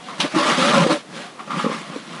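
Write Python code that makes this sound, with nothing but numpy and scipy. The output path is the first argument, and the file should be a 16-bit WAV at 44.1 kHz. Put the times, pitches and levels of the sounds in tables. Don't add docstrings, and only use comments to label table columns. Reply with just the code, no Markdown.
import sys
import numpy as np
from scipy import signal
from scipy.fft import rfft, irfft
from scipy.io import wavfile
from scipy.ndimage import uniform_filter1d

SR = 44100
rng = np.random.default_rng(int(sys.argv[2]) if len(sys.argv) > 2 else 0)


def put_to_file(sound):
    columns = np.atleast_2d(sound).T
    safe = np.clip(columns, -1, 1)
    whole_steps = np.round(safe * 32767)
    wavfile.write(sys.argv[1], SR, whole_steps.astype(np.int16))


N = 97020


def gain_of(db):
    return 10 ** (np.asarray(db) / 20)


def evened(x):
    return x / np.sqrt(np.mean(x ** 2) + 1e-20)


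def colour(x, points):
    f, db = np.transpose(points)
    hz = np.fft.rfftfreq(len(x), 1 / SR)
    curve_db = np.interp(np.log(hz + 1), np.log(f + 1), db)
    return irfft(rfft(x) * gain_of(curve_db), len(x))


def ring(x, modes):
    out = np.zeros(len(x))
    for k, (hz, width_hz, db) in enumerate(modes):
        b, a = signal.iirpeak(hz, hz / width_hz, SR)
        once = signal.lfilter(b, a, x)
        out += (-1) ** k * gain_of(db) * signal.lfilter(b, a, once)
    return out


def slips(per_s, spread_db, lumps_db, lump_s):
    hit = (rng.random(N) < per_s / SR) * rng.choice([-1., 1.], N)
    size = gain_of(spread_db * np.minimum(rng.exponential(1, N), 4))
    span = max(int(lump_s * SR), 2)
    smooth = uniform_filter1d(rng.standard_normal(N), span)
    lumps = evened(uniform_filter1d(smooth, span))
    return hit * size * gain_of(lumps_db * lumps)


def focus(x, hz, width_hz, strength_db):
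    turn = np.exp(2j * np.pi * np.cumsum(hz) / SR)
    r = np.exp(-np.pi * width_hz / SR)
    once = signal.lfilter([1 - r], [1, -r], x / turn)
    near = 2 * (turn * signal.lfilter([1 - r], [1, -r], once)).real
    near_even = near / np.sqrt(uniform_filter1d(near ** 2, size=1500) + 1e-12)
    out = evened(x) + gain_of(strength_db) * near_even
    return out / np.sqrt(uniform_filter1d(out ** 2, size=2500) + 1e-12)


def patchy(x, patch_db):
    z = signal.stft(x, nperseg=512)[2]
    noise = rng.standard_normal(z.T.shape)
    over_time = uniform_filter1d(noise, size=5, axis=0)
    patches = evened(uniform_filter1d(over_time, size=4, axis=1)).T
    return signal.istft(z * gain_of(patch_db * patches), nperseg=512)[1][:N]


def burst(rise_s, fall_s):
    t = np.arange(0, .12, 1 / SR)
    return (1 - np.exp(-t / rise_s)) * np.exp(-t / fall_s)


def add(mix, s, sound):
    part = mix[round(s * SR):][:len(sound)]
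    part += sound[:len(part)]


# (frequency [Hz], relative level per Hz [dB])
FLOOR_SPECTRUM = [(20, -30), (110, -6), (160, 7.5), (700, 4.5), (3000, -6), (11000, -16.5)]
FLOOR_DB = -43


def quiet_floor():
    return gain_of(FLOOR_DB) * evened(colour(rng.standard_normal(N), FLOOR_SPECTRUM))


# (frequency [Hz], relative level per Hz [dB])
DEEP_SPECTRUM = [(20, 3), (90, -7), (130, -23)]
DEEP_DB = -50.5


def deep_rumble(auger):
    loud = abs(uniform_filter1d(auger ** 2, size=3000)) ** 0.36
    return gain_of(DEEP_DB) * loud * evened(colour(rng.standard_normal(N), DEEP_SPECTRUM))


TENT_T60_S, TENT_DB = 0.11, -14


def tent(x):
    t = np.arange(0, .15, 1 / SR)
    tail = rng.standard_normal(len(t)) * gain_of(-60 * t / TENT_T60_S) * (t > .003)
    return signal.oaconvolve(x, tail / np.linalg.norm(tail))[:N]


# (frequency [Hz], relative level per Hz [dB])
CRACK_SPECTRUM = [(400, -13), (800, -1.5), (1700, -7), (3800, 1), (6500, -14), (10500, -20)]
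CRACK_S, CRACK_DB = .2, -11.5
CRACK_RISE_S, CRACK_FALL_S = 0.0029, 0.017


def crack():
    shape = np.zeros(N)
    add(shape, CRACK_S, gain_of(CRACK_DB) * burst(CRACK_RISE_S, CRACK_FALL_S))
    return shape * evened(colour(slips(7000, 2.3, 1.2, 0.0026), CRACK_SPECTRUM))


# (time [s], low push level [dB], low pitch [Hz], twice the rise to the peak [cycles],
#           upper knock level [dB], upper pitch [Hz])
CATCHES = [(0.197, -16.5, 215, 0.44, -32, 540), (0.247, -13, 266, 0.83, -21, 536),
           (0.338, -22, 187, 2.8, -23, 640), (0.361, -12, 321, 4.4, -53, 398),
           (0.577, -20, 198, 1.14, -18, 570), (0.777, -21.5, 197, 1.1, -14, 567),
           (0.865, -3.5, 340, 0.44, -22, 513), (0.903, -12, 307, 1.7, -12, 550),
           (0.921, -17, 340, 0.64, -34, 573), (1.476, -32, 190, 0.67, -30.5, 560),
           (1.643, -12.5, 223, 1.02, -14.5, 480), (1.662, -11, 237, 1.74, -15.5, 484),
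           (1.697, -22, 232, 1.2, -17.5, 470), (1.716, -20, 270, 1.04, -26, 536),
           (1.743, -25.5, 236, 2, -33.5, 414), (1.9, -20, 160, 0.38, -37, 684),
           (1.959, -23, 264, 1.8, -22, 441)]
THUMP_RING_DB = -15


def thumps():
    out = np.zeros(N)
    for s, push_db, push_hz, cycles, knock_db, knock_hz in CATCHES:
        t = np.arange(0, 4 * cycles / push_hz, 1 / SR)
        u = 2 * t * push_hz / cycles
        envelope = np.e * u * np.exp(-u)
        push = gain_of(push_db) * np.sin(2 * np.pi * push_hz * t)
        knock = gain_of(knock_db) * np.sin(2 * np.pi * knock_hz * t)
        add(out, s, envelope * (push + knock))
    return out + gain_of(THUMP_RING_DB) * ring(out, BODY_MODES + SHAFT_MODES)


# (time [s], burst level [dB], fall time constant [s])
BITES = [(0.082, -24, 0.053), (0.346, -13.5, 0.048), (0.385, -12.5, 0.013), (0.458, -9, 0.03),
         (0.623, -9, 0.02), (0.671, -11, 0.049), (0.707, -14.5, 0.031), (0.734, -9, 0.045),
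         (0.897, -13, 0.024), (1.39, -22, 0.027), (1.474, -24.5, 0.013), (1.503, -16.5, 0.06),
         (1.588, -11, 0.012), (1.647, -14, 0.027), (1.713, -23.5, 0.012)]
BITE_RISE_S = 0.0027


def bites():
    shape = np.zeros(N)
    chatter = slips(4000, 0.47, 0.17, 0.001)
    for s, db, fall_s in BITES:
        add(shape, s, gain_of(db) * burst(BITE_RISE_S, fall_s))
    bare_rasp = gain_of(-15) * evened(colour(chatter, HISS_SPECTRUM))
    rasp = blade_ring(chatter) + bare_rasp
    return shape * rasp / np.percentile(abs(rasp), 95)


# (time [s], hiss level [dB], rumble level [dB], shaft tone level [dB],
#                  blade ring level [dB], rumble centre [Hz], shaft tone centre [Hz])
SCRAPE = [(0.0, -47, -53, -50, -38.5, 260, 736), (0.09, -38, -41, -42.5, -76, 191, 745),
          (0.171, -41, -45, -46, -48, 203, 640), (0.212, -25, -35.5, -47, -44, 230, 554),
          (0.26, -28, -22, -23, -29, 240, 607), (0.29, -37, -55, -49, -43, 230, 703),
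          (0.321, -33.5, -74, -58, -41, 292, 700), (0.342, -32.5, -25.5, -37, -40, 310, 570),
          (0.371, -22.5, -23, -40, -29, 348, 543), (0.421, -22.5, -30, -25, -22, 290, 594),
          (0.47, -23, -26.5, -24.5, -26, 300, 610), (0.512, -18.5, -23, -25.5, -19, 211, 596),
          (0.56, -24.5, -37, -49, -29, 222, 569), (0.589, -19, -22.5, -25, -26, 265, 515),
          (0.73, -22, -23, -21.5, -29.5, 215, 616), (0.781, -21, -15.5, -20.5, -24.5, 249, 538),
          (0.831, -23.5, -15, -22.5, -22, 182, 582), (0.88, -27, -35, -22, -31.5, 289, 478),
          (0.92, -21, -18, -23.5, -22, 310, 584), (0.977, -33.5, -38.5, -28, -57, 280, 574),
          (1.0, -39, -60, -75, -66, 223, 584), (1.05, -58, -56, -77, -74, 235, 485),
          (1.09, -48, -46, -58, -67, 200, 645), (1.168, -33, -36, -41, -55, 204, 510),
          (1.271, -38, -48, -41.5, -44, 262, 740), (1.33, -51, -55, -74, -54, 257, 530),
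          (1.412, -51, -45, -39, -43, 242, 775), (1.45, -49, -53, -60, -60, 214, 656),
          (1.509, -44, -35, -47, -31, 227, 700), (1.582, -29.5, -24, -37, -32.5, 237, 510),
          (1.63, -31, -39, -54, -32, 209, 524), (1.66, -36.5, -49, -30, -37.5, 218, 444),
          (1.73, -32, -40, -40.5, -28.5, 252, 494), (1.809, -36.5, -37.5, -52, -41, 174, 626),
          (1.859, -41, -44, -46, -41.5, 205, 710), (1.971, -39, -39, -39.5, -40, 276, 466),
          (2.03, -43, -46.5, -63, -53, 214, 600), (2.14, -37.5, -35.5, -43, -39.5, 225, 663),
          (2.2, -39, -44.5, -52, -37, 197, 576)]


def track(column):
    rows = np.array(SCRAPE)
    return np.interp(np.arange(N) / SR, rows[:, 0], rows[:, column])


def level(column):
    return gain_of(track(column))


# (frequency [Hz], relative level per Hz [dB])
HISS_SPECTRUM = [(880, -11.5), (1600, -9.5), (2150, -11), (3510, -11.5), (7560, -24.5), (10200, -28),
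                 (11000, -33.5)]


def ice_hiss(fine):
    return evened(patchy(colour(fine, HISS_SPECTRUM), patch_db=2.1)) * level(column=1)


# (frequency [Hz], filter width per pass [Hz], relative level [dB])
BODY_MODES = [(171.8, 70, 4.5), (249.4, 54, -4), (337.4, 107, 0.5)]


def body_rumble(coarse):
    rung = ring(coarse, BODY_MODES)
    return focus(rung, track(column=5), width_hz=100, strength_db=-2.9) * level(column=2)


# (frequency [Hz], filter width per pass [Hz], relative level [dB])
SHAFT_MODES = [(461, 106, 5), (571, 66, -0.5), (698, 215, 0.5)]


def shaft_tone(coarse):
    rung = ring(coarse, SHAFT_MODES)
    return focus(rung, track(column=6), width_hz=27.6, strength_db=2.2) * level(column=3)


# (frequency [Hz], filter width per pass [Hz], relative level [dB])
BLADE_MODES = [(830, 63, -5), (979, 206, 3), (1102.4, 26, -5), (1215.4, 180, 1), (1369, 120, 3),
               (1823, 970, -5.5)]
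# (time [s], centre [Hz])
BLADE_CENTRE = [(.35, 1120), (.46, 1135), (.54, 1170), (.6, 1130), (.68, 1246), (.75, 1130), (.8, 1064),
                (.85, 1210), (.9, 1103), (1.4, 1143), (1.52, 1164), (1.75, 1123)]


def blade_ring(x):
    centre_hz = np.interp(np.arange(N) / SR, *np.transpose(BLADE_CENTRE))
    return focus(ring(x, BLADE_MODES), centre_hz, width_hz=163, strength_db=0.3)


def grind():
    fine = slips(7500, 2.07, 0.85, 0.0089)
    coarse = slips(1500, 2.8, 0.55, 0.0093)
    mid = slips(2500, 1.6, 0.48, 0.0017)
    blades = blade_ring(mid) * level(column=4)
    return ice_hiss(fine) + body_rumble(coarse) + shaft_tone(coarse) + blades


LOW_CUT_HZ = 136.7


def scene():
    auger = grind() + thumps() + bites() + crack()
    sheltered = auger + gain_of(TENT_DB) * tent(auger)
    low_cut = signal.butter(8, LOW_CUT_HZ, 'high', fs=SR, output='sos')
    near = signal.sosfiltfilt(low_cut, sheltered)
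    return np.tile(near + quiet_floor() + deep_rumble(auger), (2, 1))


CEILING, EDGE_HZ = 0.86, 11200


def record(dry):
    soft = CEILING * np.tanh(dry / CEILING)
    low_pass = signal.firwin(511, EDGE_HZ, window=("kaiser", 9), fs=SR)
    return signal.oaconvolve(soft, low_pass[None], "same")


dry = scene()
out = record(dry)
put_to_file(out)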